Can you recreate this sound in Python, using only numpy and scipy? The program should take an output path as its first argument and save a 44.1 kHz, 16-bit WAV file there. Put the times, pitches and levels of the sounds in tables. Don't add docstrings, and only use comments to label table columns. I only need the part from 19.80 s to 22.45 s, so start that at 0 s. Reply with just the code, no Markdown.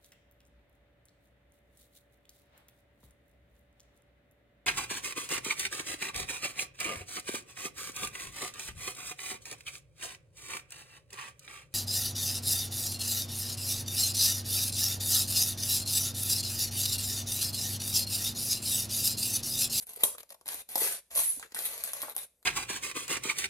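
import sys
import numpy as np
from scipy import signal
from scipy.fft import rfft, irfft
from scipy.io import wavfile
from scipy.ndimage import uniform_filter1d, minimum_filter1d

SR = 44100
rng = np.random.default_rng(int(sys.argv[2]) if len(sys.argv) > 2 else 0)


def unload_audio(sound):
    columns = np.transpose(np.atleast_2d(sound))
    steps = np.round(np.clip(columns, -1, 1) * 32767)
    wavfile.write(sys.argv[1], SR, steps.astype(np.int16))


N = 116865
HZ = np.fft.rfftfreq(4096, 1 / SR)


def amp(db):
    return 10 ** (np.asarray(db) / 20)


def unit_power(x):
    return x / np.sqrt(np.mean(x ** 2) + 1e-20)


def unit(x):
    return x / np.sqrt(np.sum(x ** 2) + 1e-20)


def curve(points, hz=HZ):
    f, value = np.transpose(points)
    return np.interp(np.log(hz + 1), np.log(f + 1), value)


def add(mix, start_s, sound):
    part = mix[max(round(start_s * SR), 0):][:len(sound)]
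    part += sound[:len(part)]


def colour(x, db):
    log_gain = np.log(amp(np.r_[db, db[-2:0:-1]]))
    taps = np.fft.ifft(np.exp(np.conj(signal.hilbert(log_gain)))).real
    return signal.fftconvolve(x, unit(taps[:len(taps) // 2]))[:len(x)]


def wander(size, span_s):
    return unit_power(uniform_filter1d(rng.standard_normal(size), int(span_s * SR)))


def facet(depth_db, step_hz=520):
    knots = np.arange(0, SR / 2, step_hz)
    return depth_db * np.interp(HZ, knots, rng.standard_normal(128)[:len(knots)])


def crackle(per_s=500, spread_db=3.5, clump_db=2.5):
    size_db = spread_db * np.minimum(rng.exponential(1, N), 4) + clump_db * wander(N, 0.0045)
    return unit_power(amp(size_db) * rng.choice([-1, 1], N) * (rng.random(N) < per_s / SR))


# (start [s], rise [s], length [s], crisp level [dB], body level [dB], fade [dB/s])
SPURTS = [(0, 0.0008, 0.0307, -39.5, -54, 95), (0.069, 0.00287, 0.073, -45.5, -53, 26),
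          (0.149, 0.0058, 0.0798, -46.5, -50, -26.5), (0.384, 0.006, 0.0222, -47, -50, 119),
          (0.497, 0.0113, 0.03, -50.5, -54.5, 99.5), (0.655, 0.0043, 0.032, -51.5, -52, 3),
          (0.693, .01, 0.1197, -39.5, -44.5, 40), (0.888, 0.00147, 0.066, -43, -49.5, 3),
          (0.968, 0.0261, 0.0289, -26.5, -50, 32), (0.999, 0.00614, 0.0767, -24, -31.5, 116),
          (1.067, 0.0197, 0.0829, -32, -41, 97), (1.301, 0.0063, 0.104, -44, -47.5, -13),
          (1.334, 0.0501, 0.0695, -25.5, -37.5, 81.5), (1.393, 0.0063, 0.1934, -29.5, -52, 91),
          (1.595, 0.0063, 0.143, -54, -51.5, 68), (1.741, 0.0083, 0.103, -39, -47, 23),
          (1.83, 0.022, 0.0415, -32, -43, 70.5), (1.876, 0.0152, 0.214, -40, -43.5, 45),
          (2.039, 0.0097, 0.0581, -39.5, -45.5, 62), (2.143, 0.006, 0.0735, -43, -46.5, 44.5),
          (2.231, 0.0051, 0.0929, -48.5, -52.5, 32.5), (2.375, 0.006, 0.0643, -43, -51.5, 51)]
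# (frequency [Hz], level [dB])
RUSTLE_CRISP = [(100, -59), (2000, -15.5), (4500, -15), (7000, -9.5), (8500, -3.5), (10300, 3.5),
                (12000, -1.5), (14100, -10), (14900, -54.5), (16400, -59.5)]
RUSTLE_BODY = [(40, -17.5), (110, -14.5), (180, -4.5), (270, -9.5), (380, -0.5), (530, 4.5), (720, 5.5),
               (1200, 2.5), (2200, 3.5), (3200, 3), (5200, 1), (7500, 4.5), (11000, -17), (16000, -57.5)]

def rustle(facets=7, release_s=0.0041, turn_db=11):
    t, power, out = np.arange(N) / SR, np.zeros((2, N)), np.zeros(N)
    for start, rise, length, crisp_db, body_db, fade in SPURTS:
        age = t - start
        shape = np.clip(age / rise, 0, 1) * amp(-fade * np.clip(age - rise, 0, length))
        shape *= np.exp(-np.maximum(age - length, 0) / release_s)
        power += (amp([[crisp_db], [body_db]]) * shape) ** 2
    turns = np.array([amp(turn_db * wander(N, span_s=0.03)) for _ in range(facets)])
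    for share in turns / np.linalg.norm(turns, axis=0):
        crisp, body = np.sqrt(power) * share * crackle()
        tint = facet(depth_db=5.5)
        out += colour(crisp, curve(RUSTLE_CRISP) + tint / 2) + colour(body, curve(RUSTLE_BODY) + tint)
    return out


def click(trail_s=0.000241):
    t = np.arange(256) / SR
    trail = unit(rng.standard_normal(len(t)) * np.exp(-t / trail_s) * (t > 0))
    return unit((t == 0) + 0.958 * trail)


# (time [s], crisp level [dB], body level [dB])
SNAPS = [(0.069, -18, -31.5), (.135, -20.5, -44), (0.1618, -13, -30), (0.383, -18.5, -20),
         (.432, -22.5, -24.5), (0.493, -22.5, -27), (0.505, -18.5, -22.5), (0.545, -24.5, -27),
         (.612, -24.5, -28.5), (0.659, -20, -27), (0.6798, -6.5, -17), (.688, -6.5, -9), (0.7444, -9, -17),
         (0.891, -25.5, -23), (0.9564, -2.5, -4.5), (0.9591, 1, -29), (0.9806, -2, -12),
         (1.308, -30.5, -25.5), (1.353, -6.5, -13), (1.597, -21, -16), (1.6276, -26, -23.5),
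         (1.662, -29, -33.5), (1.747, -8, -13), (1.7904, -6, -9), (1.838, -11, -23.5), (1.8666, -14.5, -21),
         (1.979, -14, -22), (2.0384, -1.5, -9.5), (2.0612, -15.5, -32.5), (2.1191, -17, -26),
         (2.134, -5, -10.5), (2.1377, -9.5, -36.5), (2.2186, -6.5, -12.5), (2.2271, -6.5, -22),
         (2.29, -20, -33.5), (2.298, -12.5, -29.5), (2.352, -18, -37), (2.365, -1.5, -13),
         (2.3795, -12, -22.5), (2.3862, -14, -22.5), (2.6284, -25.5, -26)]
# (frequency [Hz], level [dB])
SNAP_CRISP = [(100, -53), (2000, -26.5), (4500, -14), (7000, -18.5), (9000, -0.5), (10500, 6), (12000, 2),
              (14000, -8.5), (15000, -28.5), (16400, -29)]
SNAP_BODY = [(30, -40.5), (200, -15.5), (550, -1), (1200, -0.5), (2600, -2.5), (3800, 4), (5500, 2),
             (7500, 2.5), (11000, -12.5), (16000, -48.5)]

def snaps():
    out = np.zeros(N)
    for time, crisp_db, body_db in SNAPS:
        snap = np.r_[click(), np.zeros(len(HZ))]
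        tint = facet(depth_db=1.5)
        crisp = unit(colour(snap, curve(SNAP_CRISP) + tint))
        body = unit(colour(snap, curve(SNAP_BODY) + tint))
        add(out, time, amp(crisp_db) * crisp + amp(body_db) * body)
    return out


# (time [s], level [dB], tone centre [Hz], tone width [octaves])
KNOCKS = [(0.17, -23.5, 531, 0.5), (.235, -10, 661, 0.613), (.349, -22.5, 610, 0.96),
          (0.434, -27, 772, 0.65), (.508, -25.5, 715, 0.42), (.546, -24.5, 700, 0.674),
          (0.612, -25.5, 654, 0.73), (0.66, -27, 480, 0.95), (.7444, -25, 549, 0.92),
          (0.9567, -6.5, 520, 1.255), (1.015, -11, 516, 0.565), (1.376, -15.5, 1117, 0.51),
          (1.571, -27.5, 351, 0.564), (1.6269, -14, 1416, 0.662), (1.649, -26, 384, 0.472),
          (1.721, -20.5, 1200, 2.32), (1.752, -30.5, 188.5, 0.35), (1.763, -12, 1728, 0.446),
          (2.232, -11, 820, 1.214), (2.283, -14.5, 680, 0.886), (2.367, -21, 702, 0.6)]
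# (frequency [Hz], level [dB], time to fade by 60 dB [s])
BOX_NOTES = [(180, 0.5, 0.089), (318, -13.5, 0.073), (480, -5.5, 0.34), (523, 9, 0.035),
             (628.4, -4.5, 0.18), (1106, -28, 0.25), (1650, -3, 0.054)]

def knocks(scuff_s=0.00219, ring_gain=0.34, detune=0.061):
    out, t = np.zeros(N), np.arange(SR // 4) / SR
    for time, db, centre_hz, octaves in KNOCKS:
        scuff = unit(rng.standard_normal(len(t)) * np.exp(-t / scuff_s))
        grip = 1 + detune * rng.uniform(-1.1, 1)
        ring = unit(sum(amp(level - 60 * t / fade_s) * np.sin(2 * np.pi * (hz * grip * t + rng.random()))
                        for hz, level, fade_s in BOX_NOTES))
        tone = -10 * np.log10(1 + (np.log2((HZ + 1) / centre_hz) / octaves) ** 6)
        knock = unit(colour(scuff, tone)) + ring_gain * unit(colour(ring, tone))
        add(out, time, amp(db) * unit(knock))
    return out


# (time [s], relative level [dB])
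RIP_CLICKS = [(0.2338, -2.5), (.2354, 6), (.2363, 6), (0.2376, 9), (0.2391, -12), (0.2412, -10),
              (0.2415, -2.5), (0.2437, -14), (.245, -13.5)]
# (frequency [Hz], level [dB])
RIP_TONE = [(20, -51), (80, -27), (300, -20), (600, -8.5), (1000, -18.5), (1700, -26), (3300, -15),
            (4800, -23), (7000, -18.5), (9000, -6.5), (10400, 0), (13000, -8), (14500, -24), (16400, -44.5)]

def rip(crack_db=11, ring_db=3.5, ring_hz=3478, width_hz=460):
    run = np.zeros(N)
    for time, db in RIP_CLICKS:
        add(run, time, amp(db) * click())
    crack = unit(colour(run, curve(RIP_TONE)))
    ring = unit(colour(run, -10 * np.log10(1 + ((HZ - ring_hz) / width_hz) ** 4)))
    return amp(crack_db) * crack, amp(ring_db) * ring


# (start [s], length [s], level of one fibre [dB], fade [dB/s])
TEARS = [(1.011, .16, -13.5, 81.5), (1.364, 0.097, -19.5, 80.5)]

def tears(fibres_per_s=170, jitter=0.5, spread_db=2.5):
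    out = np.zeros(N)
    for start, length, db, fade in TEARS:
        gaps, sizes = rng.standard_normal((64, 2)).T
        ages = np.cumsum(np.exp(jitter * gaps)) / fibres_per_s
        for age, size in zip(ages, np.clip(sizes, -2, 2)):
            add(out, start + age, (age < length) * amp(db - fade * age + spread_db * size) * click())
    return colour(out, curve(SNAP_BODY))


# (start [s], length [s], first pitch [Hz], last pitch [Hz], level [dB])
SQUEAKS = [(1.354, 0.0256, 9828, 10250, -31.5), (1.447, 0.0582, 10160, 10490, -30.5),
           (1.491, 0.0418, 10350, 10840, -38)]

def squeaks(wobble_hz=115.3):
    out = np.zeros(N)
    for start, length, first_hz, last_hz, db in SQUEAKS:
        progress = np.linspace(0, 1, int(length * SR))
        hz = first_hz + (last_hz - first_hz) * progress + wobble_hz * wander(len(progress), 0.001)
        tone = np.sin(2 * np.pi * np.cumsum(hz) / SR) * (1 + 0.11 * wander(len(progress), 0.001))
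        add(out, start, amp(db) * unit_power(tone * np.sqrt(progress * (1 - progress))))
    return out


# (frequency [Hz], time to fade by 60 dB [s])
ROOM_FADE = [(100, 0.14), (500, 0.3046), (2000, 0.373), (6000, 0.373), (11000, 0.2975), (16000, 0.146)]
# (frequency [Hz], likeness [0 to 1])
ROOM_LIKENESS = [(100, 1), (300, 0.987), (600, 0.652), (1200, 0.246), (16000, 0.044)]

def walls(tail_db=-5, early_db=-6, early_s=0.0118, rise_s=0.00402):
    t = np.arange(SR // 2) / SR
    hz, times, (left, other) = signal.stft(rng.standard_normal((2, len(t))), SR, nperseg=256)
    alike = np.clip(curve(ROOM_LIKENESS, hz), -1, 1)[:, None]
    right = alike * left + np.sqrt(1 - alike ** 2) * other
    fade = amp(-60 * times / curve(ROOM_FADE, hz)[:, None])
    tails = signal.istft(np.array([left, right]) * fade, SR, nperseg=256)[1][:, :len(t)]
    early = (rng.random(len(t)) < 3000 / SR) * np.exp(-t / early_s) * (t > 0.001)
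    rise = np.minimum(t / rise_s, 1)
    return np.array([amp(tail_db) * unit(x * rise) + amp(early_db) * unit(x * early) for x in tails])


def room(direct, to_walls, spots=3, right_lag_s=0.00016, moves_per_s=2.4752):
    out, t = np.zeros((2, N)), np.arange(N) / SR
    for side, lag in zip(out, (0, right_lag_s)):
        add(side, lag, amp(-4) * direct)
    for k in range(spots):
        share = np.sqrt(2 / spots) * np.cos(np.pi * (moves_per_s * t + k / spots))
        out += signal.fftconvolve((share * to_walls)[None], walls(), axes=1)[:, :N]
    return out


# (frequency [Hz], relative level [dB])
BACKGROUND_TONE = [(20, -20), (40, -6), (57, 7), (80, 0), (110, -8), (200, -3), (330, -8), (520, -2),
                   (1200, -17.5), (4000, -22), (11000, -7), (14000, -14.5), (15000, -52)]

def scene():
    background = amp(-64.5) * colour(rng.standard_normal(N), curve(BACKGROUND_TONE))
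    sliding = rustle() + squeaks()
    bumps = knocks()
    ticks = snaps() + tears()
    crack, ring = rip()
    to_walls = sliding + amp(-2) * bumps + amp(-4) * ticks + amp(-2.5) * crack
    return background + room(sliding + bumps + ticks + crack + ring, to_walls)


def suppressor(x, threshold_db=-45.5, slope=2.046, max_cut_db=12, window_s=0.00546):
    width = int(window_s * SR)
    level_db = 10 * np.log10(abs(uniform_filter1d((x ** 2).mean(0), width)) + 1e-12)
    cut_db = minimum_filter1d(np.clip((threshold_db - level_db) * slope, 0, max_cut_db), width)
    return amp(-uniform_filter1d(cut_db, width))


# (frequency [Hz], left level above right [dB])
MIC_BALANCE = [(100, 0), (1000, 1.5), (4000, 1), (8000, -1), (10000, -3.5), (12000, 8.5), (15000, 2)]

def record(dry, bass_hz=27, top_hz=16450):
    hz = np.fft.rfftfreq(2 * N, 1 / SR)
    spectrum = rfft(dry, 2 * N) * amp(curve(MIC_BALANCE, hz) * np.array([[0.5], [-0.5]]))
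    heard = irfft(spectrum)[:, :N]
    bass = irfft(spectrum * np.exp(-(hz / bass_hz) ** 2))[:, :N]
    quieted = bass + (heard - bass) * suppressor(heard)
    treble_cut = signal.firwin(511, top_hz, window=("kaiser", 9), fs=SR)
    return signal.oaconvolve(quieted, treble_cut[None], "same")


dry = scene()
out = record(dry)
unload_audio(out)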